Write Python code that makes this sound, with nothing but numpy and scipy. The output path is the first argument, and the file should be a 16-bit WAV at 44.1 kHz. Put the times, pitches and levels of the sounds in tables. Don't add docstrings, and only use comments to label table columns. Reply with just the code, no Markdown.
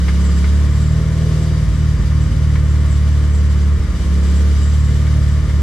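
import sys
import numpy as np
from scipy import signal
from scipy.fft import rfft, irfft, next_fast_len
from scipy.io import wavfile
from scipy.ndimage import map_coordinates

SR = 44100
rng = np.random.default_rng(int(sys.argv[2]) if len(sys.argv) > 2 else 0)


def bounce(signal):
    frames = np.transpose(np.atleast_2d(signal))
    limited = np.clip(frames, -1, 1)
    pcm = np.round(limited * 32767).astype(np.int16)
    wavfile.write(sys.argv[1], SR, pcm)


N = 247842

# time in seconds, firings a second (two for each turn of the shaft).
SPEED = [(0.0, 34.94), (0.2, 34.83), (0.4, 35.4), (0.8, 37.55), (1.0, 39.02), (1.4, 39.23), (2.01, 37.47),
         (2.21, 37.71), (2.81, 37.04), (3.61, 36.61), (3.81, 36.15), (4.01, 34.24), (4.22, 35.39),
         (4.62, 36.45), (5.02, 37.42), (5.62, 36.66)]


def firing_rate():
    return curves(SPEED)[0]


HUNT_FIRINGS, HUNT_CREST, HUNT_SWING = 12, 9, .015


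def hunt(fired):
    return 2 * np.pi * (fired - HUNT_CREST) / HUNT_FIRINGS


def count_firings():
    fired = 1.18 + np.cumsum(firing_rate()) / SR
    return fired + HUNT_SWING * np.sin(hunt(fired))


# time in seconds, opening from 0 to 1.
AIR_VALVE = [(0, 0.7), (.3, 1), (.6, 0.93), (.9, 0.36), (1.4, 0.67), (1.9, 0.2), (3.6, 0.27), (3.9, 0),
             (4.07, 0.62), (4.45, 0.75), (5.0, 0.44), (5.62, 0.23)]


def throttled(shut_db, rise_db):
    return shut_db + rise_db * curves(AIR_VALVE)[0]


# frequency in Hz, relative spectral density in dB per Hz.
RUMBLE = [(12, -10), (28, -36), (55, 2.5), (100, 10.5), (200, 4), (300, -13.5), (600, -45.5), (1200, -71)]
BARK_SHIFT_DB = 1.2


def exhaust_note(fired):
    speed = firing_rate()
    boom, bark, drone, lope = burn(fired)
    note = -boom * np.cos(4 * np.pi * fired)

    bark_angle = 2 * np.pi * (fired - .008 * (speed - 37))
    first, third, fourth = -np.cos(np.outer([1, 3, 4], bark_angle))
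    third = third * amp(-BARK_SHIFT_DB * np.maximum(speed - BARK_FROM, 0))
    note += amp(-41.5) * first
    note += bark * (amp(-14) * first + amp(1.8) * third + amp(0.47) * fourth)

    drone_angle = 2 * np.pi * (fired - .56)
    note -= drone * (np.cos(5 * drone_angle) + .45 * np.cos(4 * drone_angle))

    note += lope * (amp(-2.5) * np.sin(3 * np.pi * fired) - amp(-16) * np.cos(5 * np.pi * fired))
    note += drone * amp(-11) * (np.sin(5 * np.pi * fired) + np.sin(9 * np.pi * fired))

    shake = (amp(-40) + amp(-16) * lope) * air(colour(RUMBLE))
    return stumble(note, cabin_hz=55, pipe_hz=98, t60=0.24) + shake


BOOM_HZ, BOOM_WIDTH_HZ, BOOM_DB = 71.9, 7.2, -8.4
DRONE_HZ, DRONE_WIDTH_HZ = 176, 8.2
DRONE_SHUT_DB, DRONE_RISE_DB = -24, 3.5
BARK_FROM, BARK_SPAN, BARK_SOFT_DB, BARK_HARD_DB = 36.7, 0.43, -30.5, -16.5
LOPE_FROM, LOPE_SPAN, LOPE_SOFT_DB, LOPE_HARD_DB = 37, .7, -28, -17.8
HUNT_DB, HUNT_BARK_DB = 0.5, 0.8
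HUNT_LOPE_DB, LOPE_SCATTER_DB = 2.5, 1.6
UPSET_LAG_S, UPSET_SPREAD_S = 0.037, 0.041
UPSET_LOPE_DB, UPSET_BOOM_DB, UPSET_BARK_DB = -11.5, -9.5, -3.5


def burn(fired):
    t, speed = np.arange(N) / SR, firing_rate()
    upset = 0
    for s, _, _, size in MISFIRES:
        upset = upset + size * np.exp(-.5 * ((t - s - UPSET_LAG_S) / UPSET_SPREAD_S) ** 2)

    boom_db = BOOM_DB + HUNT_DB * np.cos(hunt(fired)) + UPSET_BOOM_DB * upset
    boom = amp(boom_db) * peak(2 * speed, BOOM_HZ, BOOM_WIDTH_HZ)

    bark_db = BARK_SOFT_DB + (BARK_HARD_DB - BARK_SOFT_DB) * sets_in(speed, BARK_FROM, BARK_SPAN)
    bark_db += HUNT_BARK_DB * np.sin(hunt(fired)) + UPSET_BARK_DB * upset + 0.67 * wobble(7.9)

    drone_db = throttled(DRONE_SHUT_DB, DRONE_RISE_DB) + UPSET_BARK_DB * upset
    drone = amp(drone_db) * peak(5 * speed, DRONE_HZ, DRONE_WIDTH_HZ)

    lope_db = LOPE_SOFT_DB + (LOPE_HARD_DB - LOPE_SOFT_DB) * sets_in(speed, LOPE_FROM, LOPE_SPAN)
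    lope_db += LOPE_SCATTER_DB * wobble(9) - HUNT_LOPE_DB * np.cos(hunt(fired))
    return boom, amp(bark_db), drone, amp(lope_db) + amp(UPSET_LOPE_DB) * upset


# time in seconds, share of the note lost, thud in dB before its rise and decay, upset from 0 to 1.
MISFIRES = [(1.659, .3, -20, 1), (1.975, .4, -12, .8), (2.29, .4, -27, .95), (3.789, 1, -9, .35),
            (3.872, .59, -22, .6), (3.955, .18, -18, .15), (3.988, .7, -29, .3), (5.42, .22, -23, .65)]


def stumble(note, cabin_hz, pipe_hz, t60):
    for s, lost, db, _ in MISFIRES:
        t = np.arange(N) / SR - s
        after = np.maximum(t, 0)
        ring = np.sin(2 * np.pi * cabin_hz * after) + amp(-7) * np.sin(2 * np.pi * pipe_hz * after)
        thud = amp(db - 60 * after / t60) * (1 - np.exp(-after / .009)) * ring
        hole = lost * np.exp(-(t / .009) ** 2)
        note = note * (1 - hole) + thud
    return note


# frequency in Hz, relative level in dB.
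PIPE = [(200, 8), (225, 1.5), (240, -5.5), (260, -0.5), (315, -10), (352, -7), (385, -7), (408, -15),
        (433, -3.5), (475, -18.5), (515, -7), (570, -20), (660, -12), (730, -28)]
# frequency in Hz, relative spectral density in dB per Hz.
GAS = [(100, -20.5), (190, 4.5), (260, -11), (330, -6.5), (440, -7), (510, -10), (570, -22.5), (655, -16),
       (730, -25), (1000, -22), (2000, -79.5)]
PUFF_SHUT_DB, PUFF_RISE_DB = -36, 3.5
RASP_FROM, RASP_SPAN, RASP_PIVOT_HZ = 38.3, .3, 300
RASP_DB, RASP_DB_PER_OCTAVE = 2, 2.5


def exhaust_puffs(fired):
    speed = firing_rate()
    rasp = sets_in(speed, RASP_FROM, RASP_SPAN)
    puff_db = throttled(PUFF_SHUT_DB, PUFF_RISE_DB) + RASP_DB * rasp + .8 * wobble(11)

    buzz = np.zeros(N)
    for order in range(11, 37):
        hz = order / 2 * speed
        db = along(PIPE, hz) - 8 * (order % 2) + 1.5 * wobble(3)
        db += RASP_DB_PER_OCTAVE * rasp * np.log2(hz / RASP_PIVOT_HZ)
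        angle = np.pi * order * fired + rng.uniform(0, 2 * np.pi) + .12 * wobble(8)
        buzz += amp(db) * np.sin(angle)

    gate_db = 1.6 * np.cos(np.pi * (fired - .35)) + 2 * np.cos(2 * np.pi * (fired - .3))
    gate = amp(gate_db + 1.3 * wobble(37))
    gas = unit(gate) * air(colour(GAS))
    return amp(puff_db) * (amp(1.2) * unit(buzz) + amp(-3) * gas)


# frequency in Hz, relative spectral density in dB per Hz.
BAY = [(350, -32), (600, -0.5), (661, -1), (714, -8), (967, -3.5), (1080, -1.5), (1220, -1), (1530, -5),
       (2140, -3.5), (2560, -14.5), (2800, -12.5), (3640, -54), (6160, -120)]
HISS = [(1410, -25), (2400, -0.5), (2570, -9.5), (3010, 1.5), (4420, -2.5), (4910, -1.5), (5330, -2),
        (5970, -2.5), (6680, -4.5), (7650, -5.5), (8250, -7), (12300, -15.5), (13600, -23), (14500, -39)]
# frequency in Hz, width in Hz, relative level in dB, the last two before sharpening.
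PANELS = [(1082, 43, 0), (1198, 73, -1.5), (1340, 33, -9), (1950, 62, -3), (2190, 21, -3.5)]
METAL = [(2970, 75, 4.5), (3197, 32, 0), (3766, 84, 3), (4735, 31, 7), (4960, 160, 2), (5960, 44, 5.5)]
# mean frequency in Hz, mean rms level in dB.
WHINES = [(297, -42), (1206, -57.5), (1458, -58.5), (1791, -59.5), (2977, -59), (4758, -69)]
CLATTER_SHUT_DB, CLATTER_RISE_DB = -39.5, 1.5
HISS_SHUT_DB, HISS_RISE_DB = -45, 4.5


def engine_bay(fired):
    clatter_db = throttled(CLATTER_SHUT_DB, CLATTER_RISE_DB)
    hiss_db = throttled(HISS_SHUT_DB, HISS_RISE_DB)
    flutter_db = .5 * np.cos(np.pi * (fired - .45))

    clatter_gain = amp(clatter_db + 0.37 + .5 * flutter_db + 0.44 * wobble(45))
    clatter = clatter_gain * cabin(air(colour(BAY)), t60=0.15)

    rattle_gain = amp(clatter_db - 14.0 + 3.0 * wobble(21.8))
    rattle = rattle_gain * air(lambda hz: np.abs(resonances(PANELS)(hz)) ** 2)

    hiss_gain = amp(hiss_db + flutter_db + 0.76 * wobble(24.94) + 0.43 * wobble(5.8))
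    hiss = hiss_gain * air(colour(HISS))

    ring_gain = amp(hiss_db - 8.5 + 1.9 * wobble(8.8))
    ring = ring_gain * air(lambda hz: np.abs(resonances(METAL)(hz)) ** 1.7)

    whine = np.zeros((2, N))
    for hz, db in WHINES:
        angle = 2 * np.pi * np.cumsum(hz + 3 * wobble(14)) / SR
        waver_db = 1.3 * np.array([wobble(4.5), wobble(5)])
        whine += amp(db + waver_db) * np.sqrt(2) * np.sin(angle)
    return clatter + rattle + hiss + ring + whine


def cabin(x, t60):
    t = np.arange(SR // 5) / SR
    tail = rng.standard_normal(len(t)) * amp(-60 * t / t60)
    tail = tail[None] / np.linalg.norm(tail)
    reflected = signal.fftconvolve(x, tail, axes=1)[:, :N]
    return unit(x + amp(-8) * reflected)


# frequency in Hz, width in Hz, relative level in dB, the last two before sharpening.
SQUEAL = [(7115, 60, -7), (7385, 70, 0), (7612, 45, 0), (7728, 45, 0), (8150, 300, -15)]
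# centre in seconds, level in dB before the pulsing, Gaussian spread in seconds.
SQUEAKS = [(.26, -45, 0.048), (.38, -46, .025), (0.827, -48, 0.082), (1.44, -48, .022), (2.23, -48, .018),
           (2.71, -49, 0.014), (2.928, -45.5, 0.029), (3.358, -45.5, 0.033), (4.257, -48, 0.043),
           (4.372, -45, .025), (4.638, -41.5, 0.025), (4.86, -50, 0.12)]


def squeak(fired):
    t = np.arange(N) / SR
    flares = sum(amp(db) * np.exp(-.5 * ((t - s) / spread) ** 2) for s, db, spread in SQUEAKS)
    steady = amp(throttled(HISS_SHUT_DB, HISS_RISE_DB) - 13 + 1.5 * wobble(10))
    rub = np.hypot(steady, flares)
    pulse = amp(1.7 * np.cos(np.pi * (fired - .45)))
    return rub * pulse * air(lambda hz: np.abs(resonances(SQUEAL)(hz)) ** 1.24)


# start in seconds, initial level in dB before the gains of burst and ring.
CLICKS = [(.083, -25.5), (.442, -28.3), (2.555, -29.8), (5.068, -35), (5.497, -35)]
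# frequency in Hz, relative spectral density in dB per Hz.
CLICK_BODY = [(400, -30), (800, -12), (1020, -2), (1350, -2), (1740, -1), (2190, 3), (2550, -14),
              (3100, -9), (4500, -15), (7000, -32), (14000, -55)]
CLICK_HZ, CLICK_RING_DB, CLICK_BURST_DB = 2150, -5.5, -.7


def clicks():
    t, t60 = np.arange(N) / SR, .1
    decays = sum((t >= s) * amp(db - 60 * np.abs(t - s) / t60) for s, db in CLICKS)
    burst = amp(CLICK_BURST_DB) * air(colour(CLICK_BODY))
    ring = amp(CLICK_RING_DB) * np.sin(2 * np.pi * CLICK_HZ * t)
    return decays * (burst + ring)


# frequency in Hz, left-right correlation from 0 to 1.
ALIKE = [(60, 0.65), (120, 0.97), (240, 0.97), (470, 0.7), (920, 0.8), (1830, 0.63), (3630, 0.42),
         (7190, 0.11), (14200, 0.01)]


def air(response):
    def split(hz):
        turn = np.arccos(np.clip(along(ALIKE, hz), 0, 1)) / 2
        return response(hz) * [np.cos(turn), np.sin(turn)]
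    mid, side = filtered(rng.standard_normal((2, N)), split)
    return np.array([mid + side, mid - side]) / np.std(mid)


# frequency in Hz, left minus right in dB.
LEAN = [(60, -1.2), (90, -0.5), (150, 0.5), (370, 1), (680, 2), (1250, 2.5), (2300, 3.5), (4220, 1.5),
        (7750, 0.4), (14200, -1)]
# frequency in Hz, lead of the left ear in radians.
LEAD = [(30, 0.32), (75, 0.34), (150, 0.24), (400, 0.16), (1000, 0.13)]


def two_ears(sound):
    sides = np.array([[.5], [-.5]])
    return filtered(sound, lambda hz: amp(sides * along(LEAN, hz)) * np.exp(1j * sides * along(LEAD, hz)))


def peak(hz, centre_hz, width_hz):
    return 1 / np.hypot(1, 2 * (hz - centre_hz) / width_hz)


def sets_in(speed, start, span):
    return 1 / (1 + np.exp((start - speed) / span))


def resonances(modes):
    return lambda f: sum(amp(db) * 1j * f * w / (c * c - f * f + 1j * f * w) for c, w, db in modes)


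def colour(points):
    def response(hz):
        cepstrum = irfft(np.log(amp(along(points, hz)) + 1e-6))
        half = len(cepstrum) // 2
        return np.exp(rfft(np.r_[cepstrum[0], 2 * cepstrum[1:half], np.zeros(half)]))
    return response


def filtered(x, response):
    m = 2 * next_fast_len(N // 2 + SR // 4)
    return irfft(rfft(x, m) * response(np.fft.rfftfreq(m, 1 / SR)), m)[..., :N]


def wobble(rate):
    knots = rng.standard_normal(int(N * rate / SR) + 4)
    return map_coordinates(knots, [np.arange(N) * rate / SR])


def curves(rows):
    s, *cols = np.transpose(rows)
    return [np.interp(np.arange(N) / SR, s, c) for c in cols]


def along(points, hz):
    f, v = np.transpose(points)
    return np.interp(np.log(hz + 1), np.log(f + 1), v)


def amp(db):
    return 10 ** (np.asarray(db) / 20)


def unit(x):
    return x / np.sqrt(np.mean(x ** 2) + 1e-20)


def scene():
    fired = count_firings()
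    engine = exhaust_note(fired) + exhaust_puffs(fired) + engine_bay(fired) + squeak(fired)
    return two_ears(engine + clicks())


def record(dry):
    return filtered(dry, lambda hz: hz < 14400)


dry = scene()
out = record(dry)
bounce(out)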